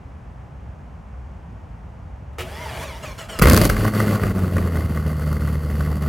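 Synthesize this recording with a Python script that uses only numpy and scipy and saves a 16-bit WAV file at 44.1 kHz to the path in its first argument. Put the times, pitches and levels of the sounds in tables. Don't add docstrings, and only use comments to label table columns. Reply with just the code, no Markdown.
import sys
import numpy as np
from scipy import signal
from scipy.fft import rfft, irfft
from scipy.io import wavfile
from scipy.ndimage import uniform_filter1d, map_coordinates

SR = 44100
rng = np.random.default_rng(int(sys.argv[2]) if len(sys.argv) > 2 else 0)


def digitize_waveform(pressure):
    field = np.atleast_2d(pressure).T
    bounded = np.clip(field, -1, 1)
    quanta = np.round(bounded * 32767).astype(np.int16)
    wavfile.write(sys.argv[1], SR, quanta)


N = 268128
TIME = np.arange(N) / SR
CATCH_S, BURST_ATTACK_S, BURST_HOLD_S = 3.385, 0.0085, 0.31

# f/Hz, level/dB
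PIPE_SPECTRUM = [(22, -35), (38, -4), (55, -6), (130, 6), (210, 1.5), (270, -10.5), (340, -11),
                 (460, -10.5), (600, -14), (800, -25), (1100, -27.5), (2500, -68.5)]
# f/Hz, level/dB
RASP_SPECTRUM = [(250, -15), (500, 9.5), (850, -2.5), (1000, 0.5), (1120, 11.5), (1280, 5.5), (1450, 8),
                 (1680, -2), (1900, 3.5), (2120, 4), (2300, -39), (2850, -22), (3600, -23), (7000, -20)]
# f/Hz, side over mid/dB
GEAR_SPREAD = [(2000, -30), (4000, -19), (6500, -14), (9500, -9), (13000, -8)]
# t/s, level/dB
POP_EVENTS = [(3.7373, -26), (3.8128, -22), (3.851, -9.5), (3.8793, -12), (3.9374, -14.5), (4.0023, -6.5),
              (4.079, -16), (4.1566, -14.5), (4.1967, -19), (4.5685, -16), (4.6747, -19.5), (4.7218, -24.5),
              (4.771, -17), (4.8065, -25), (4.974, -19), (5.0778, -27), (5.1958, -21.5), (5.329, -17.5),
              (5.826, -23.5), (6.04, -24)]


def from_db(db):
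    return 10 ** (np.asarray(db) / 20)


def unit_rms(x):
    return x / np.sqrt(np.mean(x ** 2) + 1e-20)


def levelled(x, window=4500):
    return x / np.sqrt(np.abs(uniform_filter1d(x ** 2, window)) + 1e-12)


def curve(rows):
    return np.interp(TIME, *np.transpose(rows))


def ramp(start_s, length_s):
    return np.clip((TIME - start_s) / length_s, 0, 1)


def ease_out(start_s, length_s):
    return np.exp(-(np.maximum(TIME - start_s, 0) / length_s) ** 2)


def bump(centre_s, sigma_s):
    return np.exp(-.5 * ((TIME - centre_s) / sigma_s) ** 2)


def noise():
    return rng.standard_normal(N)


def drift(rate_hz):
    knots = rng.standard_normal(4096)
    return map_coordinates(knots, [TIME * rate_hz], order=2, mode="wrap")


def coloured(x, spectrum, size=8192):
    hz, db = np.transpose(spectrum)
    grid_hz = np.maximum(np.arange(size // 2 + 1) * SR / size, 1)
    gain = from_db(np.interp(np.log(grid_hz), np.log(hz), db))
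    cepstrum = irfft(np.log(gain))
    cepstrum[1:size // 2] *= 2
    cepstrum[size // 2 + 1:] = 0
    return signal.oaconvolve(x, irfft(np.exp(rfft(cepstrum))))[:N]


def stereo_noise(envelope, spectrum, spread, width=1):
    mid = coloured(noise() * envelope, spectrum)
    side = width * coloured(coloured(noise() * envelope, spectrum), spread)
    return np.array([mid + side, mid - side])


def delayed(x, lag_s):
    return np.interp(TIME - lag_s, TIME, x, left=0)


def kicks_at(events):
    kicks = np.zeros(N)
    for s, db in events:
        kicks[int(s * SR)] += from_db(db)
    return kicks


def decay(kicks, decay_s):
    return signal.lfilter([1], [1, -np.exp(-1 / (decay_s * SR))], kicks + 1e-18)


def rise_decay(kicks, rise_s, decay_s):
    return decay(decay(kicks, rise_s) / (rise_s * SR), decay_s)


def ring(x, hz, t60_s):
    r, w = from_db(-60 / (t60_s * SR)), 2 * np.pi * hz / SR
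    return signal.lfilter([0, np.sin(w)], [1, -2 * r * np.cos(w), r * r], x + 1e-18)


def low_cut(x, hz):
    return signal.sosfilt(signal.butter(3, hz, "high", fs=SR, output="sos"), x)


def traffic(level_db=-36.5, drone_hz=66, drone_db=-8, waver=0.0786, throb_db=4):
    # f/Hz, level/dB
    spectrum = [(20, -46), (32, -31), (48, -5), (69, -2.5), (95, -8), (189, -16), (337, -30), (809, -28),
                (1440, -36.5), (2700, -45.5), (3970, -57), (6320, -57.5), (14000, -73)]
    # f/Hz, side over mid/dB
    spread = [(50, -25), (130, -16), (250, -10), (500, -5), (1000, -3), (2000, -7), (4000, -14)]
    cycles = np.cumsum(drone_hz * (1 + waver * drift(7.2))) / SR
    drone = np.sin(2 * np.pi * cycles) * from_db(throb_db * drift(12))
    rumble = unit_rms(stereo_noise(1, spectrum, spread))
    return from_db(level_db) * (rumble + from_db(drone_db) * unit_rms(drone))


def outdoors(direct, scatter_db, onset_s=.003, decay_s=.025, size=8192):
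    # delay/s, level/dB
    reflections = [(.0047, -22), (0.0138, -26.5), (0.028, -17.5), (.047, -16), (0.082, -20.5)]
    # f/Hz, side over mid/dB
    spread = [(40, -31), (125, -12), (250, -14.5), (500, -11), (1500, -11), (4000, -18), (13000, -56)]
    mid = direct.mean(axis=0)
    bright = mid - coloured(mid, [(150, 0), (500, -20), (2000, -40)])
    echoes = sum(from_db(db) * delayed(bright, s) for s, db in reflections)
    tail = rng.standard_normal(size) * np.exp(-TIME[:size] / decay_s) * (TIME[:size] > onset_s)
    scatter = signal.oaconvolve(mid, tail / np.linalg.norm(tail))[:N]
    side = from_db(scatter_db) * coloured(scatter, spread)
    return direct + echoes + np.array([side, -side])


def pinion(ring_db=-9, clash_db=-5, thud_db=-4, bounce_s=.0066, bounce_loss_db=6):
    # t/s, level/dB
    tick = [(2.332, -53)]
    # t/s, level/dB
    clunks = [(2.3838, -25), (2.405, -27.5)]
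    # f/Hz, level/dB, t60/s
    housing = [(81.5, 2, 0.18), (370, 0.5, 0.42), (447, 1, 0.098), (806, -1, 0.052), (1280, 3, .04)]
    # f/Hz, level/dB
    clash_spectrum = [(200, -20), (400, 6), (1500, -2), (2800, 5), (4300, -9), (8000, -12.5), (16000, -17)]
    kicks = kicks_at([(s + bounce_s * k * rng.uniform(1.0, 1.15), db - bounce_loss_db * k)
                      for s, db in clunks for k in range(3)])
    rings = sum(from_db(db) * ring(kicks * rng.choice([-1, 1], N), hz, t60) for hz, db, t60 in housing)
    clash = unit_rms(stereo_noise(1, clash_spectrum, GEAR_SPREAD))
    clash *= rise_decay(kicks + kicks_at(tick), rise_s=0.00035, decay_s=0.014)
    thud = unit_rms(coloured(noise(), PIPE_SPECTRUM))
    thud *= rise_decay(kicks_at(clunks[-1:]), rise_s=0.0068, decay_s=.03)
    return from_db(ring_db) * rings + from_db(clash_db) * clash + from_db(thud_db) * thud


def cranking(attack_s=0.015, off_s=3.41, speed_power=0.39):
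    # t/s, level/dB, fade over the stroke/dB
    strokes = [(2.376, -35.5, -9), (2.835, -34.5, 4.5), (3.022, -33, 11.5), (3.175, -31.5, 16),
               (3.283, -33, 5.5)]
    # t/s, f/Hz
    mesh_rate = [(2.39, 450), (2.5, 760), (2.57, 890), (2.63, 990), (2.67, 890), (2.73, 715), (2.78, 760),
                 (2.85, 1200), (2.905, 1000), (2.945, 910), (2.99, 960), (3.03, 1350), (3.07, 1140),
                 (3.13, 1020), (3.185, 1420), (3.26, 1180), (3.29, 1440), (3.38, 1260)]
    ends_s = [row[0] for row in strokes[1:]] + [off_s]
    gain = 0
    for (start_s, db, fade_db), end_s in zip(strokes, ends_s):
        gate = ramp(start_s, attack_s) - ramp(end_s, attack_s)
        gain += gate * from_db(db - fade_db * ramp(start_s, end_s - start_s) ** 2)
    mesh_hz = uniform_filter1d(curve(mesh_rate), 900)
    return mesh_hz, gain * (mesh_hz / mesh_hz.max()) ** speed_power


def starter(level_db=-0.5, whine_db=-4, grind_db=-5, singing_db=-8, chuff_db=-10, tooth_count=11):
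    # multiple of mesh rate, level/dB
    partials = [(.49, -1), (1, 6.5), (1.45, -5), (2.17, 2), (3.2, -4), (4.001, -5), (5.1, -5), (6.002, -5)]
    # f/Hz, level/dB
    underbody = [(350, -10), (650, 1), (950, 2), (1400, -6), (2100, 0), (6000, -2)]
    # f/Hz, level/dB
    grind_spectrum = [(150, -37), (270, -4.5), (414, -4), (690, -1), (2090, -7), (4410, -16), (8260, -19),
                      (10700, -19), (16000, -27)]
    # f/Hz, level/dB, t60/s
    modes = [(662.5, 6.5, 0.053), (2410, -9, 0.02), (3470, -5, 0.014)]
    mesh_hz, gain = cranking()
    teeth = np.cumsum(mesh_hz * (1 + .008 * drift(90) + .02 * drift(500))) / SR
    phase = 2 * np.pi * teeth
    wear = from_db(3 * rng.standard_normal(tooth_count))[teeth.astype(int) % tooth_count]
    whine = wear * sum(from_db(db + 4 * drift(110)) * np.sin(ratio * phase) for ratio, db in partials)
    overrun = np.maximum(np.gradient(np.log(mesh_hz)) * SR, 0)
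    whine = unit_rms(coloured(whine, underbody) * from_db(-0.25 * overrun ** 2))
    grind = unit_rms(stereo_noise(1 + 0.38 * np.cos(phase), grind_spectrum, GEAR_SPREAD))
    singing = sum(from_db(db) * unit_rms(ring(grind[0] + whine, hz, t60)) for hz, db, t60 in modes)
    chuff = coloured(noise(), PIPE_SPECTRUM)
    parts = [(whine_db, whine), (grind_db, grind), (singing_db, singing), (chuff_db, chuff)]
    return from_db(level_db) * gain * sum(from_db(db) * unit_rms(part) for db, part in parts)


def bark(kicks, spectrum, snap_db, rise_s, decay_s):
    gain = 1 / np.std(coloured(noise(), spectrum))
    puff = noise() * rise_decay(kicks, rise_s, decay_s)
    return gain * coloured(from_db(snap_db) * kicks + puff, spectrum)


def pops(level_db=-6):
    kicks = kicks_at(POP_EVENTS)
    return from_db(level_db) * bark(kicks, RASP_SPECTRUM, snap_db=18, rise_s=0.00082, decay_s=0.0027)


def bangs(level_db=-5):
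    # t/s, bark level/dB, crack level/dB
    events = [(3.389, -14, -14), (3.395, -9.5, -12), (3.4158, -8, -19), (3.422, -11, -10),
              (3.4366, -2.5, -23), (3.456, 1.5, -10), (3.4709, 0.5, -8), (3.4838, -5, -10), (3.498, -8, 0),
              (3.511, -0.5, -18), (3.5206, -12, -8), (3.5329, -16, -4), (3.545, -7, -5), (3.5645, -9, -3.5),
              (3.5748, 0, -2), (3.586, -21, -12), (3.6148, -3.5, -5.5), (3.636, -12, -17),
              (3.6521, -6, -3.5), (3.6984, -4.5, -10), (3.766, -11.5, -25), (4.2353, -8.5, -28),
              (4.582, -12, -34)]
    # f/Hz, level/dB
    bark_spectrum = [(120, -11), (250, 7.5), (550, 4), (820, -14), (1150, 3.5), (1500, -2), (1750, -3.5),
                     (2080, -1), (2500, -13), (5000, -27.5)]
    # f/Hz, level/dB
    crack_spectrum = [(300, -16), (1000, -18), (2100, 7), (3500, 7), (4600, 14.5), (6000, 9), (11000, 9.5),
                      (15500, 6)]
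    # f/Hz, side over mid/dB
    crack_spread = [(2000, -11), (5000, -11), (9000, -8), (13000, 0)]
    # f/Hz, level/dB, t60/s
    modes = [(46.2, -8, 0.44), (68, -5.5, 0.12), (150, -7.5, 0.053)]
    blows = kicks_at((s, db) for s, db, _ in events)
    snaps = kicks_at((s, db) for s, _, db in events)
    barks = bark(blows, bark_spectrum, snap_db=14, rise_s=0.00065, decay_s=0.003)
    cracks = unit_rms(stereo_noise(1, crack_spectrum, crack_spread))
    cracks *= rise_decay(snaps, rise_s=0.00036, decay_s=0.0018)
    thumps = sum(from_db(db) * ring(blows, hz, t60) for hz, db, t60 in modes)
    return from_db(level_db) * (barks + cracks + low_cut(thumps, hz=38))


def revs(catch_hz=46, run_up_s=.125, release_s=0.02205):
    # t/s, f/Hz
    firing_rate = [(3.66, 105.5), (4.0, 106), (4.2, 102), (4.4, 93), (4.6, 86), (4.8, 80), (5.0, 77),
                   (5.3, 75.3), (6.05, 74.6)]
    target_hz = curve(firing_rate)
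    idle_hz = target_hz[-1]
    firing_hz = target_hz - (target_hz - catch_hz) * ease_out(CATCH_S, run_up_s)
    flare = np.clip((firing_hz - idle_hz) / (target_hz.max() - idle_hz), 0, 1)
    burst = ramp(CATCH_S, BURST_ATTACK_S) * ease_out(CATCH_S + BURST_HOLD_S, release_s)
    return firing_hz, flare, burst


def lope(firing_hz, swell_db=1.5, swell_s=0.025, throb_db=1.5, drift_db=0.72):
    # t/s, level/dB, half length/s
    misfires = [(3.685, -26, 0.0041), (3.735, -5, 0.078), (3.92, -12.5, 0.02), (4.056, -3.5, 0.015),
                (4.19, -9.5, 0.014), (4.338, -11, 0.013), (4.506, -3.5, 0.016), (4.708, -8, 0.012),
                (4.878, -6.5, 0.0086), (5.04, -3.5, 0.028), (5.165, -5, 0.029), (5.388, -10.5, 0.0073),
                (5.601, -6.5, 0.014), (6, -8, 0.0095)]
    dips = sum(db * bump(s, sigma_s) for s, db, sigma_s in misfires)
    swells = swell_db * sum(bump(s, swell_s) for s, _ in POP_EVENTS)
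    turns = np.cumsum(firing_hz) / SR / 4
    return dips + swells + throb_db * np.sin(2 * np.pi * turns) + drift_db * drift(22.09)


def firings(firing_hz, ragged, start_s=3.396, jitter=0.057):
    cylinders_db = [5.5, 1.5, 0, 0.7, 2.5, 3, -3, 0]
    angle = np.cumsum(firing_hz * (TIME > start_s)) / SR
    fired = np.floor(np.maximum(angle + jitter * ragged * drift(80), 0))
    at = np.flatnonzero(np.diff(fired) > 0)
    scatter_db = 3 * np.sqrt(ragged[at]) * noise()[at]
    kicks = np.zeros(N)
    kicks[at] = from_db(np.resize(cylinders_db, len(at)) + scatter_db)
    return angle, kicks


def hiss(kicks, effort, steepness=1.1, jet_s=0.018, lag_s=.004, widening_db=13.5):
    # f/Hz, level/dB
    spectrum = [(1650, -8), (2800, 5), (3900, -6), (4560, 6), (5100, -5), (9200, -7.5), (10600, 0),
                (14700, -4), (16000, -13.5)]
    # f/Hz, side over mid/dB
    spread = [(2000, -20), (4000, -34), (7000, -30), (13000, -25)]
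    jets = delayed(decay(kicks ** steepness, jet_s), lag_s)
    return levelled(stereo_noise(jets, spectrum, spread, from_db(widening_db * effort)))


def sputter(kicks, count=3, loss_db=5.5, scatter_db=2.5):
    at = np.flatnonzero(kicks)
    late = rng.random((N, count))[at]
    chance_db = scatter_db * rng.standard_normal((N, count))[at]
    fronts = np.zeros(N + SR)
    for k in range(count):
        lag_s = .0015 + .003 * (k + (k + 1) * late[:, k])
        fronts[at + (lag_s * SR).astype(int)] += kicks[at] * from_db(chance_db[:, k] - loss_db * k)
    return fronts[:N]


def rasp(kicks, spectrum, steepness, puff_s, snap_db):
    fronts = sputter(kicks ** steepness)
    puffs = noise() * decay(fronts, puff_s)
    return levelled(coloured(from_db(snap_db) * fronts + puffs, spectrum))


def boom(angle, kicks, ragged, waver_db=2.0, gust_db=-21, gust_s=0.011, bank_lag_s=0.0023, bank_db=-4):
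    # multiple of firing rate, level/dB
    orders = [(1, 0.5), (2, -4), (3, -18.5), (4, -22.5), (5, -32), (6, -28)]
    flow = sum(from_db(db) * np.sin(2 * np.pi * k * angle + np.pi / 4 * k ** 2) for k, db in orders)
    flow = levelled(flow * from_db(waver_db * drift(35)))
    far_bank = np.array([1, 0, 1, 0, 0, 1, 0, 1])[angle.astype(int) % 8]
    slugs = kicks * (1 - far_bank) + from_db(bank_db) * delayed(kicks * far_bank, bank_lag_s)
    gusts = from_db(gust_db) * noise() * decay(kicks, gust_s)
    pulses = levelled(coloured(slugs + gusts, PIPE_SPECTRUM))
    return levelled(np.sqrt(1 - ragged) * flow + np.sqrt(ragged) * pulses)


def voice_gain(levels, flare, burst):
    idle_db, flare_db, power, *burst_db = levels
    running = from_db(idle_db) + (from_db(flare_db) - from_db(idle_db)) * flare ** power
    opening = from_db(np.interp(ramp(CATCH_S, BURST_HOLD_S), [0, .5, 1], burst_db))
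    return np.hypot(ramp(CATCH_S, BURST_ATTACK_S) * running, burst * opening)


def engine(boom_lope=0.95, growl_lope=0.88, rasp_lope=0.93, hiss_lope=1.0):
    # idle/dB, flare/dB, growth exponent, burst start/dB, middle/dB, end/dB
    boom_levels = (-21.5, -18, 1.2, -14, -12, -19)
    growl_levels = (-45.5, -26.5, 1, -43, -18, -21.5)
    rasp_levels = (-38.5, -31, 3, -17, -25.5, -54)
    hiss_levels = (-47.5, -36.5, 7, -23.5, -30, -24)
    # f/Hz, level/dB
    growl_spectrum = [(90, -30.5), (180, 16.5), (260, 18.5), (400, 15), (600, 10.5), (800, 4),
                      (1100, -11.5), (1450, -6.5), (1700, -1.5), (2050, -13), (2400, -8), (5000, -19.5)]
    firing_hz, flare, burst = revs()
    ragged = .26 + 0.035 * flare + .32 * burst
    lope_db = lope(firing_hz)
    angle, kicks = firings(firing_hz, ragged)
    voices = [
        (boom_levels, boom_lope, boom(angle, kicks, ragged)),
        (growl_levels, growl_lope, rasp(kicks, growl_spectrum, 0.65, puff_s=0.0074, snap_db=6)),
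        (rasp_levels, rasp_lope, rasp(kicks, RASP_SPECTRUM, 0.75, puff_s=0.0025, snap_db=7.5)),
        (hiss_levels, hiss_lope, hiss(kicks, effort=np.maximum(flare, burst)))]
    exhaust = sum(voice_gain(levels, flare, burst) * from_db(share * lope_db) * sound
                  for levels, share, sound in voices)
    return exhaust + pops()


def scene():
    under_car = outdoors(pinion() + starter(), scatter_db=-5)
    return traffic() + under_car + outdoors(engine(), scatter_db=-17.5) + outdoors(bangs(), scatter_db=0)


def record(dry, low_hz=29, high_hz=15900):
    rounded = np.tanh(low_cut(dry, low_hz))
    return signal.sosfilt(signal.ellip(10, .2, 80, high_hz, fs=SR, output="sos"), rounded)


dry = scene()
out = record(dry)
digitize_waveform(out)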